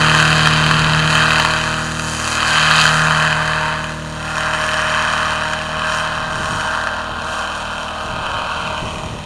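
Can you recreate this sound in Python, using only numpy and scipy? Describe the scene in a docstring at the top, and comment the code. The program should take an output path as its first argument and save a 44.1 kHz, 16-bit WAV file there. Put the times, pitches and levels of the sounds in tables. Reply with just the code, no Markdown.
"""A barking two-stroke is heard first: a paramotor at full power on a field, over a low drone.
It starts 22 m from the microphone, lifts off and climbs away; its sound swells and dulls as the pilot turns.
The single fires four times per propeller turn, and each pop rings the silencer and echoes off the blades.
Shaft-locked sines make the drone; the ground reflects the exhaust by a delayed copy.
Filtered noise makes the gusts that buffet the microphone, and a few firings crack much harder."""
import sys
import numpy as np
from scipy import signal
from scipy.fft import rfft, irfft, next_fast_len
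from scipy.io import wavfile
from scipy.ndimage import map_coordinates

SR = 44100
rng = np.random.default_rng(int(sys.argv[2]) if len(sys.argv) > 2 else 0)


def int16_out(signal):
    """Quantize to a 16-bit WAV file."""
    q = np.round(np.clip(np.atleast_2d(signal).T, -1, 1) * 32767)
    wavfile.write(sys.argv[1], SR, q.astype(np.int16))


N = 407925

# In the tables, beamed is dB per dB of BARK_SWING's beaming, fades is dB per dB of distance loss.

# exhaust loudness as the pipe turns to and from the microphone: start_s, level_db
BARK_SWING = [(0.0, -12.5), (0.1, -13), (1.08, -17), (1.18, -13), (1.57, -17), (1.93, -25.5), (2.13, -25.5),
              (2.52, -14), (2.78, -12), (2.99, -15), (3.3, -15), (3.37, -17.5), (3.73, -19.5), (3.76, -22),
              (4.04, -34), (4.43, -19.5), (5.1, -16), (5.69, -23.5), (5.9, -18), (6.29, -23), (6.72, -20),
              (7.13, -26), (7.37, -22), (8.06, -26.5), (8.27, -21.5), (8.68, -21.5), (9.25, -36)]
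# propeller shaft speed: start_s, speed_turns_per_s
SHAFT_SPEED = [(0, 38.74), (.2, 38.69), (.38, 38.9), (.55, 38.69), (1.2, 39.06), (1.55, 39.14),
               (1.75, 39.31), (2.7, 39), (3.1, 38.96), (3.3, 38.82), (4.2, 38.96), (5, 38.87), (5.6, 39.01),
               (6.7, 39.38), (7.95, 39.22), (8.25, 39.03), (8.7, 38.96), (9.25, 39.05)]
# the four firings of one propeller turn: direct_db, blade_echo_db, echo_delay_ms, jet_puff_db
FIRINGS = [(-4, -8.5, 2.06, -3), (-1.5, -5.5, 2.148, -5.5), (-0.5, -5.5, 2.188, 1.5),
           (-5.5, -8.5, 2.067, -3)]
# overall colour of the exhaust: pitch_hz, relative_level_db
EXHAUST_COLOUR = [(100, -53), (300, -19.5), (420, -22), (600, -8), (800, -9), (1050, -1.5), (1600, 3.5),
                  (2000, -4), (3100, -9), (4400, -12.5), (6800, -22), (9300, -25), (12800, -47.5),
                  (14000, -66)]
# narrow peaks and hollows of silencer and cage: pitch_hz, width_hz, level_db
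SILENCER = [(1690, 120, 1.5), (2220, 107, -8.5), (2540, 116, 4), (2865, 33.5, -21), (3108, 160, 7.5),
            (3470, 172, -10), (4176, 36, 8), (4204, 130, -5), (5330, 227, -9.5), (5905, 54, -17),
            (6780, 190, 4), (8320, 160, -5.5)]
# change of colour once airborne and seen from behind: pitch_hz, width_hz, level_db
ASTERN = [(407, 76, -6.5), (4500, 750, -3.5), (5510, 240, 8.5), (7950, 210, -8), (8260, 160, 11.5)]
# passage into the airborne colour: start_s, airborne_share
LIFT_OFF = [(3.7, 0), (4.3, 1)]
# hardness of the pops, greatest with the pipe straight at the microphone: start_s, hard_edge_gain
HARDNESS = [(0, 0.6), (.7, 1.02), (1.45, .6), (1.85, 0.26), (2.3, 0.66), (2.8, 1.2), (2.88, 0.79),
            (2.95, 0.14), (3.7, 0), (4.8, 0.41), (9.25, 0)]
# tilt of the propeller wash: pitch_hz, relative_level_db
WASH_TILT = [(100, 11), (700, -3.5), (1100, 4.5), (1700, 1.5), (3000, -1.5), (12000, 1)]
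# first cancellation by the ground reflection: start_s, pitch_hz, reflected_share
GROUND_NOTCH = [(0, 2200, 0.15), (5, 2240, 0.15), (5.6, 2050, 0.38), (6.9, 2260, 0.73), (7.2, 2020, 0.88),
                (8, 1890, 0.85), (8.6, 1860, 1), (9.25, 1500, 0.83)]
# body, bark and rasp of the exhaust:
# upper_edge_hz, head_on_db (before a common trim), beamed, fades, db_per_unit_of_hardness
RANGES = [(1006, -25.5, 0.55, 0.39, 0), (2060, -15, 1, 0.98, -2), (4920, -20.5, 0.87, 1, 3.5)]
# treble above those ranges: start_s, level_db
SIZZLE = [(0.0, -28), (1.03, -34), (1.11, -27.5), (1.91, -35), (2.24, -27.5), (2.81, -27.5), (4.04, -43),
          (4.38, -36.5), (5.07, -34.5), (5.77, -42.5), (5.95, -34.5), (6.18, -44), (6.54, -35.5),
          (7.13, -49), (7.34, -38), (7.91, -44), (8.94, -42), (9.25, -46.5)]
# low tones of the propeller: multiple_of_shaft_speed, starting_level_db, fades
BLADE_ORDERS = [(1, -37, 0.6), (2, -30, 1), (3, -29.5, 1.7), (5, -43, 0), (6, -29, 1.32), (7, -44.5, 1.3),
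                (9, -36, 2.5), (11, -42.5, 3), (13, -38.5, 1.03), (15, -44, 0)]
# overtones of the tuned pipe: multiple_of_firing_rate, head_on_db, beamed, fades
PIPE_TONES = [(2, -33, -0.1, 1.3), (3, -35.5, 0.2, 2.15), (4, -34.5, .5, .5), (5, -36, 0.55, 0.27),
              (7, -31, 1.26, 0.8), (8, -31.5, 1, 0.5), (9, -34, 1.3, .7), (10, -30, 1.5, 0.63)]
# whine above the firing rate: start_s, level_db
WHINE = [(0, -36), (1.4, -31.5), (2, -39), (3.65, -28.5), (3.95, -48), (4.55, -32.5), (7.3, -40),
         (8.65, -27.5), (9.25, -37)]
# sidebands where the blades chop the exhaust: multiple_of_shaft_speed, head_on_db
BARK_ORDERS = [(17, -41), (19, -37), (21, -45), (22, -40), (23, -37), (25, -39.5), (26, -38), (27, -33.5),
               (29, -33.5), (30, -33), (31, -34.5), (34, -46), (37, -35), (38, -33), (41, -37)]
# hum at the firing rate: start_s, level_db
HUM = [(0, -19.5), (.95, -18), (1.5, -28), (2.1, -29.5), (2.33, -43), (2.6, -26), (3.05, -21), (3.7, -30),
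       (4.7, -35), (6.5, -35), (7, -49), (8.6, -43), (9.25, -38)]
# gusts on the microphone: start_s, length_s, level_db
GUSTS = [(.3, 0.82, -32.5), (.72, 0.12, -27), (6.182, 0.37, -31), (7.106, 0.063, -33), (8.037, 0.35, -32.5),
         (8.58, .1, -31.5), (8.84, 0.29, -28)]
# colour of the buffeting: pitch_hz, relative_level_db
RUMBLE = [(15, -8), (35, -3), (90, 1), (170, -1), (280, -10.5), (450, -11.5), (1000, -39), (3000, -80)]
# colour of the air over the field: pitch_hz, relative_level_db
BREEZE = [(100, 0), (400, -5), (1500, -5), (4000, 2), (5500, -17), (9000, -17), (13000, -32)]
# the hardest exhaust cracks: start_s, level_db
CRACKS = [(.473, 3), (.712, 2), (1.399, 3), (1.450, 2), (2.855, 4), (3.478, -5), (5.136, -4), (5.535, -6),
          (6.872, -10)]

START_M, AWAY_M_PER_S = 22, 6.1  # distance at the start, and how fast it grows
HEAD_ON_DB = -12.5  # BARK_SWING value at the starting distance with the pipe facing the microphone
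SIDEBAND_BEAMED, SIDEBAND_FADES = 1, 0.87
WHINE_MULTIPLE = 6  # of the firing rate
WAVER_DB_PER_MULTIPLE = 0.34  # higher overtones waver more in the moving air
GUST_RISE_S, GUST_FALL_S = 0.033, 0.12  # exponential time constants
LULL_DB = -43.5  # the buffeting between gusts
TOP_HZ = 13700  # upper limit of the microphone channel


def amp(db):
    """Decibels to gain."""
    return np.exp(np.asarray(db) * (np.log(10) / 20))


def unit(x):
    """Scale to rms 1."""
    return x / np.sqrt(np.mean(x ** 2) + 1e-20)


def along(points, hz):
    """Interpolate (pitch_hz, value) points on a log pitch axis."""
    pitch_hz, values = np.transpose(points)
    return np.interp(np.log(hz + 1), np.log(pitch_hz + 1), values)


def curves(rows):
    """One value per sample for each column after the time."""
    start_s, *columns = np.transpose(rows)
    t = np.arange(N) / SR
    return [np.interp(t, start_s, column) for column in columns]


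def wobble(rate):
    """A smooth random curve, rate knots a second."""
    knots = rng.standard_normal(int(N * rate / SR) + 4)
    coarse = np.linspace(0, N, N // 128)
    smooth = map_coordinates(knots, [coarse * rate / SR])
    return np.interp(np.arange(N), coarse, smooth)


def filtered(x, response):
    """Multiply the spectrum of x by a response of frequency."""
    size = next_fast_len(N + SR // 2)
    hz = np.fft.rfftfreq(size, 1 / SR)
    return irfft(rfft(x, size) * response(hz), size)[:N]


def pulses(at, sizes):
    """Band-limited impulses at fractional sample positions."""
    taps = np.floor(at)[:, None] + np.arange(-7, 9)
    off = taps - at[:, None]
    shape = np.sinc(off) * np.cos(np.pi * off / 16) ** 2
    places = np.clip(taps, 0, N).astype(int).ravel()
    return np.bincount(places, (shape * sizes[:, None]).ravel(), N + 1)[:N]


def distance_loss():
    """Spreading loss as the craft moves away: a negative dB value for each sample."""
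    return -20 * np.log10(1 + AWAY_M_PER_S * np.arange(N) / SR / START_M)


def heard(db, beamed, fades):
    """Gain of one part of the engine sound, from the heading of the pipe and the distance."""
    loss_db = distance_loss()
    beam_db = curves(BARK_SWING)[0] - HEAD_ON_DB - loss_db
    return amp(db + beamed * beam_db + fades * loss_db)


def silencer_ring(peaks, size=4096):
    """Minimum-phase, causal impulse response of the exhaust system, by way of its cepstrum."""
    hz = np.fft.rfftfreq(size, 1 / SR)
    db = along(EXHAUST_COLOUR, hz)
    for pitch_hz, width_hz, level_db in peaks:
        db = db + level_db * np.exp(-.5 * ((hz - pitch_hz) / width_hz) ** 2)
    cepstrum = irfft(np.log(amp(db)))
    cepstrum[1:size // 2] *= 2
    cepstrum[size // 2 + 1:] = 0
    return irfft(np.exp(rfft(cepstrum)))


def firings(turns, scatter_db, hard_db, jitter_ms, sway_ms, cage_db, cage_ms, jet_db, jet_ms, gusty_db, wash_db):
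    """One uneven pop per firing, its echoes off blade and cage, a puff of jet noise, and the propeller's wash."""
    count = len(FIRINGS)
    at = np.interp(np.arange(1, int(turns[-1] * count)) / count, turns, np.arange(N))
    ms = np.arange(SR // 50) * 1000 / SR
    # the frame sways on the running pilot, so the echo paths shift and overtones trade strength
    sway = wobble(2.5)
    pops, puffs, fronts = np.zeros(N), np.zeros(N), np.zeros(N)
    for k, (direct_db, echo_db, delay_ms, puff_db) in enumerate(FIRINGS):
        nominal = at[k::count]
        chance = rng.standard_normal((len(nominal), 6))
        when = nominal + jitter_ms * chance[:, 0] * SR / 1000
        # about one charge in six burns harder than the rest
        harder_db = hard_db * np.clip(chance[:, 4] - 1, 0, 1)
        force_db = harder_db + scatter_db * np.clip(chance[:, 1], -2, 1.5)
        direct = pulses(when, amp(direct_db + force_db))
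        lag_ms = delay_ms + jitter_ms * chance[:, 2] + sway_ms * sway[when.astype(int)]
        echo = pulses(when + lag_ms * SR / 1000, amp(echo_db + scatter_db * chance[:, 3]))
        pops -= direct + echo
        fronts += pulses(when, amp(force_db / 2))
        # the puff rasps most on the firing whose gas a blade cuts through
        gust_db = gusty_db * np.clip(chance[:, 5], -2, 1.5)
        puffs += pulses(when, amp(puff_db + force_db / 2 + gust_db))
        # each blade position scatters the pop in its own way
        for share in (np.cos(sway), np.sin(sway)):
            cage = rng.standard_normal(len(ms)) * np.exp(-ms / cage_ms)
            cage /= np.linalg.norm(cage)
            pops += amp(cage_db) * signal.oaconvolve(direct * share, cage)[:N]
    # a puff holds for a moment, then collapses
    jet_strength = signal.oaconvolve(puffs, np.exp(-(ms / jet_ms) ** 2))[:N]
    jet = jet_strength * rng.standard_normal(N)
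    wash = filtered(rng.standard_normal(N), lambda hz: amp(along(WASH_TILT, hz)))
    # the front of each pop is a very short burst of gas noise, dying over 0.65 ms
    edge_strength = signal.oaconvolve(fronts, np.exp(-ms / 0.65))[:N]
    edge = edge_strength * rng.standard_normal(N)
    hiss = amp(jet_db) * unit(jet) + amp(wash_db) * wash
    return unit(pops), hiss, unit(edge)


def ground(x):
    """The reflection off the field lags by half a period of the cancelled frequency."""
    notch_hz, share = curves(GROUND_NOTCH)
    late = map_coordinates(x, [np.arange(N) - SR / (2 * notch_hz)])
    # the field returns less treble
    return x + share * filtered(late, lambda hz: 1 / (1 + (hz / 3200) ** 4))


def exhaust(turns):
    """The bark: clean pops below, more jet noise above; each range is beamed differently as the pilot turns."""
    pops, hiss, edge = firings(
        turns, scatter_db=2.5, hard_db=3.0, jitter_ms=0.043, sway_ms=0.18, cage_db=-4.5, cage_ms=1.8,
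        jet_db=-4.5, jet_ms=2.82, gusty_db=2.0, wash_db=-4)
    treble = lambda hz: 1 / (1 + (2400 / (hz + 1)) ** 4)
    source = filtered(pops, lambda hz: amp(-5 * treble(hz)))
    source += filtered(hiss, lambda hz: amp(2.3 * treble(hz)))
    # while the pipe points at the microphone from nearby, each pop keeps its hard edge
    hardness = curves(HARDNESS)[0]
    source += hardness * filtered(edge, lambda hz: np.exp(-.5 * ((hz - 4000) / 1300) ** 2))
    aloft = curves(LIFT_OFF)[0]
    running = signal.oaconvolve(source * (1 - aloft), silencer_ring(SILENCER))
    flying = signal.oaconvolve(source * aloft, silencer_ring([*SILENCER, *ASTERN]))
    rest = ground((running + flying)[:N])
    ranges = np.zeros(N)
    for edge_hz, db, beamed, fades, hard_db in RANGES:
        band = filtered(rest, lambda hz: 1 / (1 + (hz / edge_hz) ** 12))
        rest = rest - band
        ranges += unit(band) * heard(db + hard_db * hardness, beamed, fades)
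    # turbulent air makes the treble flutter
    sizzle = unit(rest) * amp(curves(SIZZLE)[0] + 0.89 * wobble(12))
    return amp(-0.51) * ranges + sizzle


def tone(turns, multiple, waver_db):
    """One shaft order, rms 1 before its waver; the higher it is, the more its phase wavers in the moving air."""
    phase = 2 * np.pi * (multiple * turns + rng.random()) + 0.022 * multiple * wobble(9)
    return np.sqrt(2) * np.sin(phase) * amp(waver_db * wobble(4))


def drone(turns):
    """Sines locked to the shaft: the blades, the firing rate, the tuned pipe and its blade sidebands."""
    per_turn = len(FIRINGS)
    loss_db = distance_loss()
    blades, pipe, sidebands = np.zeros(N), np.zeros(N), np.zeros(N)
    for k, db, fades in BLADE_ORDERS:
        blades += amp(db + fades * loss_db) * tone(turns, round(k), waver_db=1.24)
    for k, db, beamed, fades in PIPE_TONES:
        overtone = tone(turns, per_turn * round(k), WAVER_DB_PER_MULTIPLE * k)
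        pipe += heard(db, beamed, fades) * overtone
    whine = amp(curves(WHINE)[0]) * tone(turns, per_turn * WHINE_MULTIPLE, waver_db=2.0)
    for k, db in BARK_ORDERS:
        sidebands += amp(db) * tone(turns, round(k), waver_db=2.4)
    sidebands *= heard(0, SIDEBAND_BEAMED, SIDEBAND_FADES)
    # the fundamental swings with the pops
    hum = -amp(curves(HUM)[0]) * np.sqrt(2) * np.cos(2 * np.pi * per_turn * turns)
    return blades + pipe + whine + sidebands + hum


def wind():
    """Gusts buffet the microphone in lumps of low noise, over a faint steady hiss of air."""
    t = np.arange(N) / SR
    strength = amp(LULL_DB)
    for start_s, length_s, db in GUSTS:
        before = np.maximum(start_s - t, 0) / GUST_RISE_S
        after = np.maximum(t - start_s - length_s, 0) / GUST_FALL_S
        strength = np.maximum(strength, amp(db) * np.exp(-(before + after)))
    rumble = filtered(rng.standard_normal(N), lambda hz: amp(along(RUMBLE, hz)))
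    lumps = amp(2.4 * wobble(22))
    hiss = filtered(rng.standard_normal(N), lambda hz: amp(along(BREEZE, hz)))
    return strength * unit(rumble * lumps) + amp(-40) * unit(hiss)


def cracks():
    """Now and then a firing goes off much harder, ringing the silencer with a short spit of gas."""
    start_s, level_db = np.transpose(CRACKS)
    ring = silencer_ring(SILENCER)
    blows = pulses(start_s * SR, amp(level_db))
    decay = np.exp(-1 / (.001 * SR))  # over 1 ms
    spit = .2 * signal.lfilter([1], [1, -decay], blows) * rng.standard_normal(N)
    return signal.oaconvolve(spit - blows, ring / np.abs(ring).max())[:N]


def scene():
    """One shaft drives the bark and the drone; cracks and wind keep their own times."""
    turns = np.cumsum(curves(SHAFT_SPEED)[0]) / SR
    return (exhaust(turns) + drone(turns) + wind() + cracks())[None]


def record(dry):
    """The microphone channel clips the tallest peaks and then passes nothing above its band limit."""
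    clipped = np.clip(dry[0], -1, 1)
    return filtered(clipped, lambda hz: hz < TOP_HZ)[None]


dry = scene()
out = record(dry)
int16_out(out)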